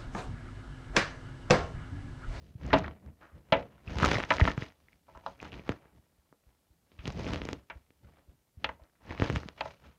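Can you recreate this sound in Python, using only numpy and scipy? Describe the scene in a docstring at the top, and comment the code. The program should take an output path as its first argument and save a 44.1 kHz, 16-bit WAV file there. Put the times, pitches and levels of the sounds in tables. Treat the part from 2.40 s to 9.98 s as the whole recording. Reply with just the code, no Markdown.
"""Inside an open steel computer case, hands plug cables right next to a small camera.
Connectors knock: ringing case modes, a noise rattle and a crack. Cables tick: short damped sines.
Cables and skin drag: grainy noise that also excites the case modes. The case thumps: low damped sines.
The hollow case adds a short diffuse tail to ticks and knocks; faint shaped-noise hiss lies under it all."""
import sys
import numpy as np
from scipy import signal
from scipy.fft import rfft, irfft, next_fast_len
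from scipy.io import wavfile
from scipy.ndimage import uniform_filter1d, map_coordinates

SR = 44100
rng = np.random.default_rng(int(sys.argv[2]) if len(sys.argv) > 2 else 0)


def store_pcm(level_fs):
    """Save levels as 16-bit WAV."""
    pcm = np.round(np.clip(level_fs, -1, 1) * 32767).astype(np.int16)
    wavfile.write(sys.argv[1], SR, np.atleast_2d(pcm).T)


N = 334278

# Connectors knocking the case, before tail and microphone: start_s, peak_db, dull_hz, sharp_hz,
# sharp_db, ring_length_factor, rattle_db (re ring)
KNOCK_EVENTS = [(0.303, -35.5, 1110, 1800, 10, 1.1, 5), (0.3296, -11.5, 690, 2510, -5, 1, -1),
                (.333, -17, 285, 3886, -11.5, 1.14, -7.5), (0.442, -31.5, 530, 1560, 2.5, 0.47, 11),
                (.819, -51.5, 659, 1600, -1.5, 3.8, 11.5), (1.122, -11.5, 550, 2600, -4.5, 1.38, -0.5),
                (1.9041, -15, 968, 1996, 5.5, 1.02, -4), (1.997, -20.5, 1080, 1980, -2, 0.36, -11),
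                (2.075, -18.5, 1053, 1924, 3.5, 0.45, -4), (2.681, -50, 760, 1880, -30, 1.3, -10.5),
                (2.749, -48, 880, 1530, -32, 2.2, -5), (2.835, -54, 700, 1600, -18, 1.42, -8),
                (2.862, -25.5, 850, 4206, -9, 0.69, -3.5), (4.588, -50.5, 900, 2650, 11.5, 2.04, 9),
                (5.2986, -36.5, 774, 2190, 8.5, 0.97, -1), (6.2429, -19, 745, 3000, 15.5, 0.58, 0.5),
                (6.29, -29.5, 872, 2074, -4, 0.37, -5.5), (6.394, -54, 644, 1620, -11, 0.84, -14),
                (6.551, -66.5, 982, 2084, 6, 0.796, 8.5), (7.176, -47.5, 620, 2480, 15.5, 2.7, -3.5),
                (7.2071, -22.5, 820, 3020, 0.5, 0.46, -2.5), (7.2554, -33, 695, 1810, -8, 0.53, -12),
                (7.437, -54.5, 910, 2550, -1.5, 3.9, 8)]
# Clearest slips of cables, before tail and microphone: start_s, peak_db, pitch_hz, life_cycles, push_db
TICK_EVENTS = [(0.3895, -34.5, 2830, 0.3, -55.5), (1.477, -39, 2596, 5.8, -39),
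               (1.5863, -22, 2870, 0.39, -35), (1.6012, -21, 1740, 0.5, -46), (1.611, -34, 4000, .5, -42.5),
               (1.6278, -22, 2200, .45, -41), (1.6317, -12.5, 1330, 0.83, -21),
               (1.6427, -18, 1260, 3.1, -7.5), (1.6497, -18.5, 3980, 0.31, -43),
               (1.6555, -20.5, 1940, .38, -33), (1.66, -19, 1880, 0.3, -20), (1.7, -30.5, 2840, .5, -42),
               (1.7118, -29, 2300, .6, -34.5), (1.7161, -13, 1880, .66, -12), (1.722, -27, 1605, 1.3, -42),
               (1.7552, -22, 1980, 2.9, -18), (1.7701, -26, 1880, 2.7, -39), (1.785, -33, 2080, 1.3, -15),
               (1.8026, -19, 1780, 0.65, -30), (1.8377, -20, 2020, .77, -44), (1.9208, -15, 1870, 1.2, -37),
               (1.939, -32, 4800, 1.2, -74), (1.968, -26, 3940, 0.5, -32), (1.984, -24, 1970, 1.3, -22.5),
               (2.0053, -19.5, 2750, .83, -42), (2.0127, -17, 1920, 2.8, -12),
               (2.0535, -17.5, 1920, 0.78, -24), (2.0839, -24.5, 1840, 2.5, -13),
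               (2.1046, -28.5, 1880, 2.7, -25), (2.1171, -26.5, 2680, 0.44, -37),
               (2.1778, -25.5, 1690, .57, -22.5), (2.2227, -29, 1950, 1.7, -21.5),
               (2.262, -45.5, 2320, 1.1, -57), (2.303, -47.5, 2160, .79, -71.5),
               (2.4849, -51, 2044, 3, -58.5), (2.5303, -52.5, 2235, 2.8, -54),
               (2.775, -43, 1730, 0.37, -39), (3.0017, -38.5, 2490, 3.5, -65),
               (3.0153, -43, 5530, .84, -60), (3.0286, -31.5, 1360, 0.4, -30), (3.075, -49, 2590, 2.3, -41),
               (3.1198, -41, 2790, 2.7, -54), (3.1303, -38, 2650, 1.9, -37),
               (3.1415, -35.5, 2520, 1.1, -35), (3.195, -42.5, 2360, 2.3, -29.5),
               (3.2927, -19.5, 2110, 0.48, -10), (3.321, -32, 1570, 0.76, -47),
               (3.456, -54.5, 1500, 1.22, -42), (3.9267, -49.5, 1100, 0.53, -42),
               (4.5178, -51.5, 2673, 0.68, -46), (4.5919, -42, 2420, 0.83, -49),
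               (4.656, -29.5, 2910, 1.6, -28), (4.6777, -28.5, 3600, 0.3, -18.5),
               (4.724, -39, 7000, 0.95, -60), (4.7964, -43, 2200, 1.4, -22), (4.845, -41, 2390, 1.4, -23),
               (4.8535, -42, 6500, .8, -55), (4.8668, -31.5, 1980, 0.88, -19),
               (4.9353, -23, 2750, 0.39, -21), (4.9451, -32, 2630, 1, -28), (4.9595, -25, 2500, .44, -25),
               (5.0176, -26, 2420, .72, -21.5), (5.0532, -36.5, 4830, 0.25, -20.5),
               (5.0889, -23.5, 2000, 0.43, -20), (5.111, -45, 6000, 0.72, -62),
               (5.131, -28.5, 2620, 0.27, -19), (5.5054, -52.5, 2237, 0.89, -45.5),
               (6.4373, -57, 3940, 1.23, -53), (6.7076, -34, 1930, 2.2, -22.5),
               (6.7778, -35, 2150, 1.2, -47), (6.7991, -22.5, 2500, 0.67, -16),
               (6.8212, -17.5, 1640, 0.62, -8.5), (6.8526, -33, 1600, 2.8, -23),
               (6.9, -19.5, 1800, 0.49, -14.5), (6.9605, -18.5, 2200, 0.47, -27),
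               (6.9687, -32, 2650, 1.3, -41), (7.0334, -34.5, 1500, 0.6, -33),
               (7.0873, -28.5, 3080, 0.43, -37), (7.2605, -43, 5000, .6, -52), (7.277, -45, 2870, 1.2, -66),
               (7.3073, -41, 2280, 0.89, -62)]
# Soft thumps through the case: start_s, peak_db, pitch_hz
THUMP_EVENTS = [(0.153, -33.5, 110), (0.247, -41, 87), (0.328, -24, 82), (.661, -42, 120),
                (0.937, -46.5, 82), (1.123, -19.5, 140), (1.474, -29.5, 74), (1.562, -22.5, 77.4),
                (1.624, -17.5, 157), (1.757, -20.5, 133), (2.0173, -7, 74.3), (2.177, -23, 125),
                (2.22, -32.5, 99), (2.756, -42.5, 56.5), (3.022, -41, 68), (3.296, -26, 105),
                (3.783, -57.5, 63.2), (3.913, -60, 145), (4.066, -50, 59), (4.304, -53.5, 67),
                (4.589, -34.5, 61), (4.677, -28.5, 117), (4.779, -43, 75), (5.356, -38, 65.4),
                (5.496, -67, 109.6), (5.646, -45.5, 75.6), (5.884, -43.5, 62), (6.172, -39.5, 76),
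                (6.415, -45, 58.5), (6.799, -26, 107), (6.82, -18.5, 101), (6.897, -23, 127),
                (6.937, -31, 133), (6.963, -23, 105), (7.058, -35, 170), (7.243, -48, 93.5)]
# Strokes of cables and skin: full_pressure_s, held_s, rustle_db, rumble_db, brightness_db
DRAG_STROKES = [(0.0, .11, -73, -55.5, 6.5), (.25, .05, -52, -35.5, -3), (.345, .01, -36.5, -31.5, -10.5),
                (.41, 0.07, -50, -39, -16), (0.659, 0.012, -62.5, -45, -24.5),
                (.83, 0.027, -60.5, -61.5, -12), (.96, .03, -66, -52, -8.5), (1.16, 0.0266, -47, -40.5, -9),
                (1.271, 0.11, -65.5, -60.5, -11), (1.512, 0.18, -47.5, -37.5, 0.5),
                (1.62, 0.16, -33.5, -31, -1), (1.92, 0.029, -42.5, -40, 4.5), (2.03, 0.05, -39, -33, 0.5),
                (2.21, 0.013, -48.5, -49, 2), (2.4, 0.16, -76.5, -68.5, 4), (2.7, 0.085, -66, -61, -3),
                (2.885, 0.0092, -58, -51, 3), (3.035, 0.028, -49, -47, -6),
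                (3.146, 0.022, -51, -43.5, -3.5), (3.28, 0.034, -51, -47.5, -4.5),
                (3.4, 0.1, -68, -68.5, -15), (3.55, .03, -72.5, -60, -1), (3.68, .1, -79, -74.5, -6),
                (4.08, 0.016, -76, -67.5, -0.5), (4.32, .02, -82.5, -70.5, -2),
                (4.52, 0.057, -75.5, -64, 6), (4.672, 0.029, -50.5, -38.5, 3),
                (4.773, 0.076, -47.5, -35.5, 1.5), (4.88, 0.056, -43, -33.5, -0.5),
                (4.99, .13, -54.5, -42, 1), (5.32, 0.045, -68, -58.5, 1), (5.641, 0.048, -70, -58, -5),
                (5.741, .05, -70, -67, -7), (5.9, 0.015, -74.5, -59.5, -1), (6.2, 0.027, -71, -56.5, -3),
                (6.25, 0.042, -67.5, -50, 9.5), (6.43, 0.0056, -65.5, -67.5, -18.5),
                (6.702, 0.022, -46, -42, -6.5), (6.818, 0.054, -39, -38.5, -2.5),
                (6.928, 0.04, -47, -36, 4), (7.06, 0.026, -61.5, -58, 3), (7.201, 0.099, -57, -54, 2.5),
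                (7.453, 0.013, -61.5, -53.5, 0.5)]
# Modes of the steel case: mode_hz, level_db, t60_s
CASE_MODES = [(278.6, -4, 0.13), (390, -7, 0.088), (461.6, -7.5, 0.073), (561, 0, 0.13), (648.2, -3, 0.13),
              (715, -4.5, 0.097), (850, -4.5, 0.069), (916.6, -2.5, 0.09), (992.6, -2.5, 0.087),
              (1116, -4.5, 0.057), (1325, -3.5, 0.06), (1476, -11.5, 0.048), (1886, -6, 0.039),
              (2027, -8, 0.078), (2295, -4.5, 0.032), (2834, -10.5, 0.035), (2970, -2.5, 0.028),
              (3325, -5.5, 0.035), (3610, -8.5, 0.044), (3940, -2.5, 0.039), (4270, -6, 0.036),
              (4830, -8.5, 0.03), (5100, -5.5, .025), (5800, -12.5, 0.034)]
# Rattle decay, before the ring length factor: freq_hz, t60_s
RATTLE_DECAY = [(150, 0.32), (700, 0.13), (1800, 0.096), (5000, 0.051), (12000, .06)]
# Relative spectrum of the rumble through the case: freq_hz, level_db_per_hz
RUMBLE_SPECTRUM = [(15, -52), (25, -10.5), (70, 7), (97, -2), (167, -3), (344, -13), (401, -16),
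                   (700, -21.5), (910, -49), (1540, -120)]
# Relative spectrum of the rustle: freq_hz, level_db_per_hz
RUSTLE_SPECTRUM = [(180, -32), (300, -3.5), (404, -10), (476, -7.5), (517, -6.5), (985, -10), (2520, -14.5),
                   (6460, -26.5), (7250, -37), (15500, -61.5)]
# Relative spectrum of the rattle, before the knock's colour: freq_hz, level_db_per_hz
RATTLE_SPECTRUM = [(59, -36), (100, -8), (238, -21), (564, -10), (861, -20), (1430, -7), (1880, -15.5),
                   (2420, -15), (2630, -14), (6000, -32), (15500, -74.5)]
# Relative spectrum of the hiss: freq_hz, level_db_per_hz
HISS_SPECTRUM = [(15, -36), (25, -2.5), (107, -0.5), (729, -7.5), (1550, -15.5), (2520, -15.5),
                 (3990, -12.5), (5520, -13.5), (14600, -13.5), (15800, -20)]
# Microphone response, treble loss: freq_hz, gain_db
MIC_RESPONSE = [(4000, 3), (7000, 3), (8000, -11), (16000, -20.5)]

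HISS_DB, TOP_HZ = -78, 15800
RISE_DB_PER_S, FALL_DB_PER_S = 301, 201  # a stroke builds faster than it lets go
REST_RUSTLE_DB, REST_RUMBLE_DB, REST_BRIGHT_DB = -83, -77, 0  # hands lying still
SMALL_PER_S, SMALL_RE_RUSTLE_DB, SMALL_SPREAD_DB = 25, -1.5, 6
SMALL_MEDIAN_HZ, SMALL_MEDIAN_CYCLES, SMALL_PUSH_RE_TICK_DB = 4030, 0.66, -12
THUMP_T60_CYCLES = 3.9


def amp(db):
    """dB to gain."""
    return 10 ** (np.asarray(db) / 20)


def unit(x):
    """Scaled to rms 1."""
    return x / np.sqrt(np.mean(x ** 2) + 1e-20)


def along(points, hz):
    """Interpolates (Hz, value) points on a log frequency axis."""
    f, v = np.transpose(points)
    return np.interp(np.log(hz + 1), np.log(f + 1), v)


def filtered(x, response):
    """x times a response of frequency."""
    m = next_fast_len(len(x) + 8192)
    return irfft(rfft(x, m) * response(np.fft.rfftfreq(m, 1 / SR)), m)[:len(x)]


def shaped(x, spectrum):
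    """x coloured by a dB table."""
    return filtered(x, lambda hz: amp(along(spectrum, hz)))


def wobble(knots_per_s):
    """A smooth random curve through normal knots."""
    knots = rng.standard_normal(int(N * knots_per_s / SR) + 4)
    return map_coordinates(knots, [np.arange(N) * knots_per_s / SR])


def add(track, start_s, sound):
    """Mixes a sound into the track."""
    part = track[round(start_s * SR):][:len(sound)]
    part += sound[:len(part)]


def hiss():
    """Steady noise with the camera's hiss spectrum."""
    return amp(HISS_DB) * unit(shaped(rng.standard_normal(N), HISS_SPECTRUM))


def thumps():
    """The case rocks for a cycle or two at a low pitch."""
    out, t = np.zeros(N), np.arange(SR // 3) / SR
    for start_s, peak_db, pitch_hz in THUMP_EVENTS:
        fall = amp(-60 * t * pitch_hz / THUMP_T60_CYCLES)
        swing = fall * (1 - np.exp(-t / 0.0042)) * np.sin(2 * np.pi * pitch_hz * t)
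        add(out, start_s, amp(peak_db) * swing / np.abs(swing).max())
    return out


def pressure():
    """Rustle dB, rumble dB and brightness dB per sample; each stroke rises, holds and lets go."""
    t = np.arange(0, N / SR + .01, 1 / 500)
    full_s, held_s, rustle_db, rumble_db, bright_db = np.transpose(DRAG_STROKES)[:, :, None]
    rise_db = -RISE_DB_PER_S * np.maximum(full_s - t, 0)
    fall_db = -FALL_DB_PER_S * np.maximum(t - full_s - held_s, 0)
    shape_db = rise_db + fall_db
    # strokes add as powers; brightness is their power-weighted mean
    share, rest = amp(2 * (rustle_db + shape_db)), amp(2 * REST_RUSTLE_DB)
    rustle = share.sum(axis=0) + rest
    rumble = amp(2 * (rumble_db + shape_db)).sum(axis=0) + amp(2 * REST_RUMBLE_DB)
    bright = ((share * bright_db).sum(axis=0) + rest * REST_BRIGHT_DB) / rustle
    curves = (10 * np.log10(rustle), 10 * np.log10(rumble), bright)
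    return [np.interp(np.arange(N) / SR, t, curve) for curve in curves]


def scratch_grain(lumps_db):
    """Stick-slip impulses on noise, in uneven level and patchy colour."""
    hits = rng.random(N) < 300 / SR
    slips = hits * amp(3.6 * rng.standard_normal(N)) * np.sign(rng.standard_normal(N))
    grain = unit(rng.standard_normal(N) + 0.72 * unit(slips))
    grain = grain * amp(lumps_db + 3.1 * wobble(260))
    z = signal.stft(grain, nperseg=256)[2]
    patches = uniform_filter1d(rng.standard_normal(z.shape), size=5, axis=0)
    patches = uniform_filter1d(patches, size=7, axis=1)
    return signal.istft(z * amp(1.3 * unit(patches)), nperseg=256)[1][:N]


def case_response(f):
    """Sum of resonances; a lightly touched panel rings longer than a pressed one."""
    total = 0
    for mode_hz, level_db, t60_s in CASE_MODES:
        width_hz = np.log(1000) / (np.pi * 1.6 * t60_s)
        damping = 1j * f * width_hz
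        total = total + amp(level_db) * damping / (mode_hz ** 2 - f * f + damping)
    return total


def drag():
    """Stick-slip grains on noise: a dull rumble through the case and a rustle that wakes the case modes."""
    rustle_db, rumble_db, bright_db = pressure()
    lumps_db = 0.76 * wobble(30)  # uneven grip shakes both layers
    rustle = unit(shaped(scratch_grain(lumps_db), RUSTLE_SPECTRUM))
    treble = filtered(rustle, lambda hz: 1 / (1 + (2800 / (hz + 1)) ** 4))
    rustle = amp(rustle_db) * (rustle + (amp(bright_db) - 1) * treble)
    rumble = unit(shaped(rng.standard_normal(N) * amp(lumps_db), RUMBLE_SPECTRUM))
    return amp(rumble_db) * rumble + rustle + amp(-1.5) * filtered(rustle, case_response)


def small_ticks():
    """Tick rows at random moments; their level follows the rustle."""
    chance = rng.standard_normal((200, 5))
    gap_s = (chance[:, 0] ** 2 + chance[:, 1] ** 2) / 2 / SMALL_PER_S  # exponential gaps
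    start_s = np.cumsum(gap_s)
    rustle_db = np.interp(start_s * SR, np.arange(N), pressure()[0])
    peak_db = rustle_db + SMALL_RE_RUSTLE_DB + SMALL_SPREAD_DB * chance[:, 2]
    pitch_hz = SMALL_MEDIAN_HZ * np.exp(.3 * chance[:, 3])
    cycles = SMALL_MEDIAN_CYCLES * np.exp(.4 * chance[:, 4])
    return list(np.transpose([start_s, peak_db, pitch_hz, cycles, peak_db + SMALL_PUSH_RE_TICK_DB]))


def ticks():
    """A slip is a dry snap of a cycle or a few, and a short push that rocks the camera body back."""
    out, t = np.zeros(N), np.arange(SR // 30) / SR
    push = amp(-60 * t / 0.0088) * np.sin(2 * np.pi * 300 * (t - .00055)) * (1 - np.exp(-t / 0.0006))
    edge = 0.18 * np.exp(-(t / .00004) ** 2)  # hard onset, strongest in the driest snaps
    for start_s, peak_db, pitch_hz, cycles, push_db in list(TICK_EVENTS) + small_ticks():
        life = t * pitch_hz / cycles
        snap = -np.exp(-1.5 * life) * (1 - np.exp(-4 * life)) * np.sin(2 * np.pi * pitch_hz * t)
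        snap = snap / np.abs(snap).max() - edge / cycles ** 2
        add(out, start_s, amp(peak_db) * snap + amp(push_db) * push)
    return out


def band(f, centre_hz):
    """A bell on the log frequency axis, 14 dB down an octave away."""
    return amp(-14 * np.log2((f + 1) / centre_hz) ** 2)


def case_ring(t, near, length):
    """Case modes as decaying sines; hand pressure detunes the panels a little."""
    hz, level_db, t60_s = np.transpose(CASE_MODES)[:, :, None]
    chance = rng.standard_normal((3, len(CASE_MODES), 1))
    fall = np.exp(-np.log(1000) * t / (t60_s * length))
    phase = 2 * np.pi * hz * (1 + 0.0088 * chance[1]) * t + 2 * chance[2]
    return np.sum(amp(level_db + 0.88 * chance[0]) * near(hz) * fall * np.sin(phase), axis=0)


def case_rattle(t, near, length):
    """Coloured noise whose decay time depends on frequency."""
    f, frame_s, z = signal.stft(rng.standard_normal(len(t)), SR, nperseg=128)
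    colour = amp(along(RATTLE_SPECTRUM, f)) * near(f) ** 1.2
    fade = amp(-60 * frame_s / (length * along(RATTLE_DECAY, f)[:, None]))
    return signal.istft(z * colour[:, None] * fade, SR, nperseg=128)[1][:len(t)]


def knocks():
    """Each blow cracks, rings the case modes near its two colours and leaves a decaying rattle."""
    out, t = np.zeros(N), np.arange(SR // 4) / SR
    for start_s, peak_db, dull_hz, sharp_hz, sharp_db, length, rattle_db in KNOCK_EVENTS:
        def near(f):
            """Dull and sharp colour of the blow."""
            return band(f, dull_hz) + amp(sharp_db) * (band(f, sharp_hz) ** 1.8 + 0.24)

        ring = case_ring(t, near, length)
        rattle = case_rattle(t, near, length)
        crack = amp(np.minimum(sharp_db, 0) - 16 - 60 * t / 0.011) * rng.standard_normal(len(t))
        sound = ring / np.abs(ring).max() + amp(rattle_db) * rattle / np.abs(rattle).max() + crack
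        sound = sound * (1 - np.exp(-(t / 0.0013) ** 2))  # soft onset
        add(out, start_s, amp(peak_db) * sound / np.abs(sound).max())
    return out


def inside(x):
    """The hollow case and the desk around it answer with a short, dull, diffuse tail."""
    t = np.arange(SR // 3) / SR
    dull_noise = filtered(rng.standard_normal(len(t)), lambda hz: 1 / (1 + (hz / 2200) ** 2))
    tail = dull_noise * amp(-60 * t / 0.19)
    return x + amp(-18.5) * signal.fftconvolve(x, tail / np.linalg.norm(tail))[:N]


def scene():
    """All contacts and drags; only ticks and knocks take the tail and the microphone response."""
    contacts = inside(ticks() + knocks())
    return (thumps() + drag() + shaped(contacts, MIC_RESPONSE))[None]


def record(dry):
    """The camera adds its hiss, cuts the deepest bass and keeps nothing above its band limit."""
    bass_cut = lambda hz: (1j * hz / (24 + 1j * hz)) ** 4
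    return filtered(dry[0] + hiss(), lambda hz: bass_cut(hz) * (hz < TOP_HZ))[None]


dry = scene()
out = record(dry)
store_pcm(out)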